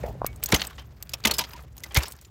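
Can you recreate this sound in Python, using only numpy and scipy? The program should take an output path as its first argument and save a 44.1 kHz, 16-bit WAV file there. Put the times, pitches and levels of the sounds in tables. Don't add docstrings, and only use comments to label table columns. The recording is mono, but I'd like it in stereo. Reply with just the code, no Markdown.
import sys
import numpy as np
from scipy import signal
from scipy.fft import rfft, irfft
from scipy.io import wavfile
from scipy.ndimage import uniform_filter1d

SR = 44100
rng = np.random.default_rng(int(sys.argv[2]) if len(sys.argv) > 2 else 0)


def output_pcm(signal):
    pcm = np.clip(np.atleast_2d(signal).T, -1, 1) * 32767
    wavfile.write(sys.argv[1], SR, np.round(pcm).astype(np.int16))


def voltage_ratio(decibels):
    exponent = np.asarray(decibels, float) / 20
    return 10 ** exponent


N = 101429

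# frequency in Hz, level in dB.
WIND_COLOUR = [(35, -28), (50, 2.5), (63, 9.5), (85, -6.5), (120, 1), (200, -12.5), (1100, -31),
               (16000, -56.5)]
# time in seconds, level in dB.
WIND_GUSTS = [(0, -34.5), (.3, -41), (.7, -45.5), (1.7, -47.5), (2.0, -46), (2.3, -52.5)]
RUSTLE_TIMES = [0, .028, .04, .108, .122, .42]
RUSTLE_LEVELS = [-52, -59, -33, -41.5, -56.5, -61.5]
RUSTLE_BAND = [350, 860]
KNOCK_TIMES = [
    .2172,
    .2192,
    .2452,
    .2472,
    .038,
    .152,
    .231,
]
# peak in dB, pitch in Hz, decay t60 in seconds.
KNOCK_TONES = [(-13, 744, 0.0043), (-26.5, 940, 0.0081), (-12.5, 630, 0.0026), (-20, 1040, 0.0027),
               (-19, 527, 0.022), (-35.5, 540, 0.022), (-31, 1020, 0.014)]
# frequency in Hz, level in dB per Hz.
GRIT_COLOUR = [(120, -48.5), (200, -11), (1250, -7.5), (1810, -9), (3070, -13.5), (7830, -18.5),
               (9400, -25.5), (13600, -13), (16000, -15)]
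# time in seconds, level in dB.
GRIT_MOTION = [(0, -54.5), (.04, -45.5), (.15, -61), (.41, -56), (.45, -46), (.56, -37.5), (.66, -45.5),
               (.72, -49.5), (.88, -62), (1.2, -52.5), (1.28, -52.5), (1.45, -47), (1.6, -48),
               (1.68, -61.5), (1.93, -50.5), (1.99, -34), (2.14, -51.5), (2.17, -56), (2.3, -59)]
# start in seconds, peak in dB, centre in Hz, width in octaves, decay t60 in seconds.
SHARDS = [(.031, -30.5, 2000, 0.42, 0.11), (0.33, -36.5, 2510, 2.4, .01), (0.515, -25, 12000, 1.2, 0.013),
          (.609, -24, 13000, .8, 0.012), (.629, -26, 13500, 0.36, .015), (0.636, -21, 3470, 0.57, 0.018),
          (.7587, -43.5, 7500, 0.24, 0.018), (.7652, -43, 3920, 1.5, 0.0083),
          (.776, -42, 9000, 1.4, 0.0068), (0.795, -31.5, 3980, 1.34, 0.024),
          (1.0719, -40.5, 3000, 1.8, .015), (1.1352, -22, 2565, 0.085, 0.027),
          (1.1352, -28.5, 1170, 0.34, 0.022), (1.204, -37, 4000, 2, 0.013), (1.367, -27, 11500, 0.89, 0.02),
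          (1.385, -20, 961, .1, 0.11), (1.388, -22, 2990, 0.056, 0.06), (1.392, -9.5, 11600, 0.35, 0.022),
          (1.483, -42, 8500, .8, 0.0074), (1.4975, -37, 12000, 1.2, .012), (1.514, -36, 14000, .3, 0.022),
          (1.5352, -27, 13000, 1, 0.01), (1.536, -34, 970, .12, 0.14), (1.5625, -34, 4000, 1.3, 0.032),
          (1.607, -47, 11550, .3, .015), (1.6257, -36, 13350, 0.52, 0.013),
          (1.636, -43, 12500, 0.74, 0.011), (1.7968, -39, 7000, 1.2, .012), (1.8044, -35, 7600, 1.5, 0.013),
          (1.836, -30, 5350, 0.057, 0.034), (1.921, -33, 5000, 2.3, 0.018),
          (1.986, -16.5, 8900, 1.2, 0.026), (2.004, -33, 4000, 1.3, 0.024), (2.026, -22, 6100, .8, 0.036),
          (2.0558, -24, 5300, 0.17, 0.031), (2.069, -32, 5000, 0.82, 0.033),
          (2.165, -38.5, 9000, 1.6, 0.012), (2.1887, -38.5, 3000, 1.8, 0.036),
          (0.2458, -29, 3160, 1.3, 0.0093), (.254, -30.5, 1650, 1.4, 0.14)]
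# start in seconds, peak in dB, own note in Hz, left-right difference in dB.
COLLAR_CLINKS = [(0.2644, -9, 12570, 5), (0.36, -32.5, 12700, -1.5), (0.437, -5.5, 8260, -0.5),
                 (0.4591, -11, 8200, -5.5), (0.4887, -23.5, 6460, -10), (0.6693, -16, 13360, 4),
                 (1.0254, -19, 4800, 3.5), (1.0932, -23.5, 5290, -5.5), (1.1178, -36.5, 5380, 2.5),
                 (1.7673, -40, 5400, 16.5), (1.7794, -31, 6680, 4.5), (1.945, -12, 10300, -5),
                 (2.0818, -22.5, 13600, 3), (2.1124, -30, 13700, -17), (2.1208, -25, 7000, 2),
                 (2.2125, -34, 7700, 6)]
# frequency in Hz, level in dB.
COLLAR_MODES = [(5300, -22.5), (6880, -6.5), (8075, -1), (10300, -7), (11900, -14.5), (13800, 0.5),
                (15300, -8)]
# frequency in Hz, level in dB, decay t60 in seconds.
SHAFT_MODES = [(1233, -2, .05), (2245, 0, .17)]
THUMP_TIMES = [
    .531,
    .533,
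    .536,
    1.255,
    1.262,
    1.972,
    1.9675,
]
# peak in dB, pitch in Hz, decay t60 in seconds.
THUMP_TONES = [(-10.5, 171, 0.024), (-13, 426, 0.025), (-15, 66, 0.053), (-19, 209.3, 0.068),
               (-26.5, 70.4, 0.13), (-11, 119, 0.04), (-10, 66, 0.096)]
SPLIT_TIMES = [
    .525,
    .5431,
    .5463,
    .6178,
    1.2722,
    1.9637,
]
SPLIT_LEVELS = [-4, -3, 0, -12, -7, -9]
# frequency in Hz, level in dB per Hz.
ICE_COLOUR = [(180, -16.5), (300, -12.5), (1410, -6), (3030, 0.5), (3830, -2), (6300, -7), (8940, -19.5),
              (12900, -20), (16000, -27)]
# frequency in Hz, level in dB.
SHEET_MODES = [(294, 3.5), (439, 9), (644, 3.5), (929, 1.5), (1234, 1)]
# start in seconds, peak in dB, ring in Hz, decay t60 in seconds, tilt in dB per octave.
CHIP_LANDINGS = [(0.4281, -23.5, 7800, 0.036, -2.5), (0.5945, -19.5, 4400, 0.087, -3),
                 (0.6168, -9, 4360, 0.027, -0.5), (0.6495, -21, 2580, 0.011, 5),
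                 (0.6982, -36.5, 1710, 0.096, -2.5), (0.7808, -26.5, 3120, 0.12, -4.5),
                 (1.1352, -14, 5550, 0.031, 5.5), (1.2977, -16, 2450, 0.026, -8),
                 (1.3369, -15.5, 5240, 0.081, 8.5), (1.439, -22, 4920, 0.06, -0.5),
                 (1.5065, -35, 1300, 0.041, 0), (1.5336, -27.5, 4970, 0.023, -3),
                 (1.8357, -20.5, 2050, 0.037, 7.5), (1.9086, -31, 3120, 0.11, -8),
                 (2.0328, -16.5, 5060, 0.026, 5.5), (2.0555, -27.5, 5430, 0.13, 1),
                 (2.2482, -36, 7100, 0.034, 4)]
# start in seconds, peak in dB, ring in Hz, decay t60 in seconds, tilt in dB per octave.
BLOW_CRACKS = [(0.5215, -11, 2260, 0.026, 4), (0.5245, -3.5, 2360, 0.014, 3), (0.5432, -11, 3060, 0.051, 5),
               (0.5444, -6, 2090, 0.028, 8), (0.5591, -13, 6390, 0.047, 4), (1.24, -20, 4730, 0.015, 3.5),
               (1.2515, -3, 3420, 0.024, -3.5), (1.2545, -3.5, 2080, 0.022, 7.5),
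               (1.272, -6.5, 3080, 0.035, 6), (1.3116, -6.5, 4410, 0.031, 5.5),
               (1.3847, -9, 7710, 0.02, 10), (1.3909, -9, 4930, 0.047, -1.5),
               (1.4089, -17.5, 3860, 0.052, 2.5), (1.9499, -13, 2100, 0.054, -0.5),
               (1.962, -9, 2260, 0.065, -1.5), (1.9679, -6.5, 2390, 0.026, -2.5),
               (1.9714, -5, 2170, 0.02, 9.5), (1.9841, -18, 2400, 0.0067, -15.5)]
CAMERA_BAND = [38, 16000]


def rms1(x):
    return x / np.sqrt(np.mean(x ** 2) + 1e-20)


def curve(points):
    p = np.array(points, float)
    return np.interp(np.arange(N) / SR, p[:, 0], p[:, 1])


def colour(x, points, tilt_db=0.):
    p, size = np.array(points, float), 4096
    f = np.maximum(np.arange(size // 2 + 1) * SR / size, 10)
    db = np.interp(np.log(f), np.log(p[:, 0]), p[:, 1], left=-60)
    db = db + tilt_db * np.log2(np.maximum(f, 500) / 3000)
    c = irfft(db * np.log(10) / 20)
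    c[1:size // 2] *= 2
    c[size // 2 + 1:] = 0
    response = irfft(np.exp(rfft(c)))
    return signal.fftconvolve(x, response[None], axes=1)[:, :x.shape[1]]


def bandpass(x, order, edges_hz):
    return signal.sosfilt(signal.butter(order, edges_hz, "band", fs=SR, output="sos"), x)


def ports(draw):
    treble = signal.lfilter(*signal.butter(2, 1480, "high", fs=SR), draw[1])
    side = voltage_ratio(-3) * treble + voltage_ratio(-10.5) * draw[1]
    return np.array([draw[0] + side, draw[0] - side])


def clicks(count, spread_db):
    g = rng.standard_normal((2, count))
    return ports(g * voltage_ratio(spread_db * np.minimum(rng.exponential(size=count), 4)))


def walk(rate_hz):
    k = int(SR / rate_hz)
    steps = np.repeat(rng.standard_normal(N // k + 1), k)
    return uniform_filter1d(uniform_filter1d(steps, k), k)[:N]


def rings(modes, count):
    t = np.arange(count) / SR
    return sum(voltage_ratio(db) * np.sin(2 * np.pi * hz * t) * voltage_ratio(-60 * t / t60) for hz, db, t60 in modes)


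def strike(x, modes, count):
    return signal.fftconvolve(x, rings(modes, count)[None], axes=1)[:, :x.shape[1]]


def add(out, x, at_s, db, pan_db=0.):
    i = int(at_s * SR)
    top = np.sqrt(uniform_filter1d(np.mean(x ** 2, 0), size=100).max())
    pan = voltage_ratio(np.array([[pan_db / 2], [-pan_db / 2]]))
    x = (x * voltage_ratio(db) / top * pan)[:, :N - i]
    out[:, i:i + x.shape[1]] += x


def wind():
    x = ports(rng.standard_normal((2, N)))
    return rms1(colour(x, WIND_COLOUR)) * voltage_ratio(curve(WIND_GUSTS) + 0.62 * walk(10.82) + 1)


def rustle():
    x = bandpass(clicks(N, 4.7), 4, RUSTLE_BAND)
    gone_db = -60 * (np.arange(N) / SR > RUSTLE_TIMES[-1])
    return rms1(x) * voltage_ratio(curve(np.c_[RUSTLE_TIMES, RUSTLE_LEVELS]) + gone_db + 3.4 * walk(80))


def pushes(times, rows, rise_turns):
    out, count = np.zeros((2, N)), 8000
    t = np.arange(count) / SR
    for s, (db, hz, t60) in zip(times, rows):
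        swell = (1 - np.exp(-t * hz / rise_turns)) ** 2
        add(out, (rings([(hz, 0, t60)], count) * swell)[None], s, db - 4.5, -.6)
    return out


def knocks():
    dull = signal.butter(4, 1450, fs=SR, output="sos")
    return signal.sosfilt(dull, pushes(KNOCK_TIMES, KNOCK_TONES, 0.36))


def grit():
    x, all_db = 0, 5 * walk(150)
    for hz in 300 * 2 ** np.arange(0, 5.6, .5):
        patter = clicks(N, 6.4) * voltage_ratio(all_db + 7.9 * walk(100))
        x = x + bandpass(patter, 1, [hz / 1.15, hz * 1.15]) / np.sqrt(hz)
    return rms1(colour(x, GRIT_COLOUR, 1.6)) * voltage_ratio(curve(GRIT_MOTION))


def crumbs():
    out, count = np.zeros((2, N)), 500
    t = np.arange(count) / SR
    level_db = curve(GRIT_MOTION)
    for when, size, note in rng.random((70, 3)):
        x = colour(clicks(count, 2.7) * voltage_ratio(-60 * t / 0.0051), ICE_COLOUR, 2 + 8 * (note - .5))
        add(out, x, when * (N - 1) / SR, level_db[int(when * (N - 1))] - 9 + 8 * size)
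    return out


def shards():
    out, count = np.zeros((2, N)), 5000
    t = np.arange(count) / SR
    for s, db, hz, octaves, t60 in SHARDS:
        half_width = np.clip(octaves, .03, 3) / 2
        edges_hz = np.clip(hz * 2 ** (half_width * np.array([-1, 1])), 100, 17000)
        x = clicks(count, 3.5) * voltage_ratio(-60 * t / np.clip(t60, .005, .2))
        add(out, bandpass(x, 2, edges_hz), s, db - 10)
    return out


def collar():
    out, count = np.zeros((2, N)), 3000
    t = np.arange(count) / SR
    rise_s, t60_s, ring_t60_s = 0.00062, 0.0032, .014
    scatter_db, favour_db = 6.5, -1.5
    for s, db, own_hz, pan_db in COLLAR_CLINKS:
        decay = voltage_ratio(-60 * t / t60_s) + voltage_ratio(-15.0 - 60 * t / 0.022)
        tap = clicks(count, 3.6) * (1 - np.exp(-t / rise_s)) * decay
        spot_db = scatter_db * rng.standard_normal(len(COLLAR_MODES))
        modes = [(own_hz, -2, ring_t60_s)]
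        for (hz, mode_db), e in zip(COLLAR_MODES, spot_db):
            modes.append((hz, mode_db + e - favour_db * abs(np.log2(hz / own_hz)), ring_t60_s))
        ring = rms1(strike(tap, modes, count))
        bright = [(500, -10.5), (4000, 9.0), (16000, 12.0)]  # Hz, dB
        tick = rms1(colour(tap, bright, 4 * np.log2(own_hz / 8000)))
        add(out, ring + voltage_ratio(-1.5) * tick, s, db - 8, pan_db)
    add(out, rings(SHAFT_MODES, 6800)[None] * np.ones((2, 1)), .2655, -40.5)
    return out


def thumps():
    return pushes(THUMP_TIMES, THUMP_TONES, 0.33)


def splits():
    x = np.zeros((2, N))
    x[:, (np.array(SPLIT_TIMES) * SR).astype(int)] = voltage_ratio(np.array(SPLIT_LEVELS))
    x = colour(x, ICE_COLOUR, 1.44)
    return x / np.abs(x).max() * .8


def fracture(rows, spread_db, rise_s, sheet_db):
    out, count = np.zeros((2, N)), 6000
    t = np.arange(count) / SR
    ring_db, ring_t60_s, sheet_t60_s = -4.5, 0.015, .045
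    tail_db, tail_t60_s, tail_tilt_db = -22.5, 0.13, -6.5
    sheet_modes = [(f, d, sheet_t60_s) for f, d in SHEET_MODES]
    for s, db, hz, t60, tilt_db in rows:
        swarm = clicks(count, spread_db) * (1 - np.exp(-t / rise_s)) ** 2
        snap = swarm * voltage_ratio(-60 * t / np.clip(t60, .008, .2))
        patchy_db = 7 * walk(195)[:count]
        tail = swarm * voltage_ratio(tail_db - 60 * t / tail_t60_s + patchy_db)
        piece = [(hz, 16.0, ring_t60_s), (hz * 0.93, -13.5, ring_t60_s)]
        ring = strike(snap, piece, 1500)
        sheet = strike(snap, sheet_modes, 3400)
        broad = colour(snap, ICE_COLOUR, tilt_db) + colour(tail, ICE_COLOUR, tail_tilt_db)
        whole = rms1(broad) + voltage_ratio(ring_db) * rms1(ring) + voltage_ratio(sheet_db) * rms1(sheet)
        add(out, whole, s - rise_s, db - 8.5)
    return out


def chips():
    return fracture(CHIP_LANDINGS, 4.9, 0.00054, -21)


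def cracks():
    return fracture(BLOW_CRACKS, 4.4, 0.0025, -11.5)


def scene():
    background = wind() + rustle() + knocks()
    debris = grit() + crumbs() + shards() + chips()
    return background + debris + collar() + thumps() + splits() + cracks()


def roll_off(x):
    return signal.sosfilt(signal.butter(12, 17000, fs=SR, output="sos"), x)


def record(dry):
    low_hz, high_hz = CAMERA_BAND
    dry = signal.sosfilt(signal.butter(3, low_hz, "high", fs=SR, output="sos"), dry)
    dry = signal.sosfilt(signal.ellip(8, .3, 40, high_hz, fs=SR, output="sos"), dry)
    return roll_off(np.clip(dry, -1, 1))


dry = scene()
out = record(dry)
output_pcm(out)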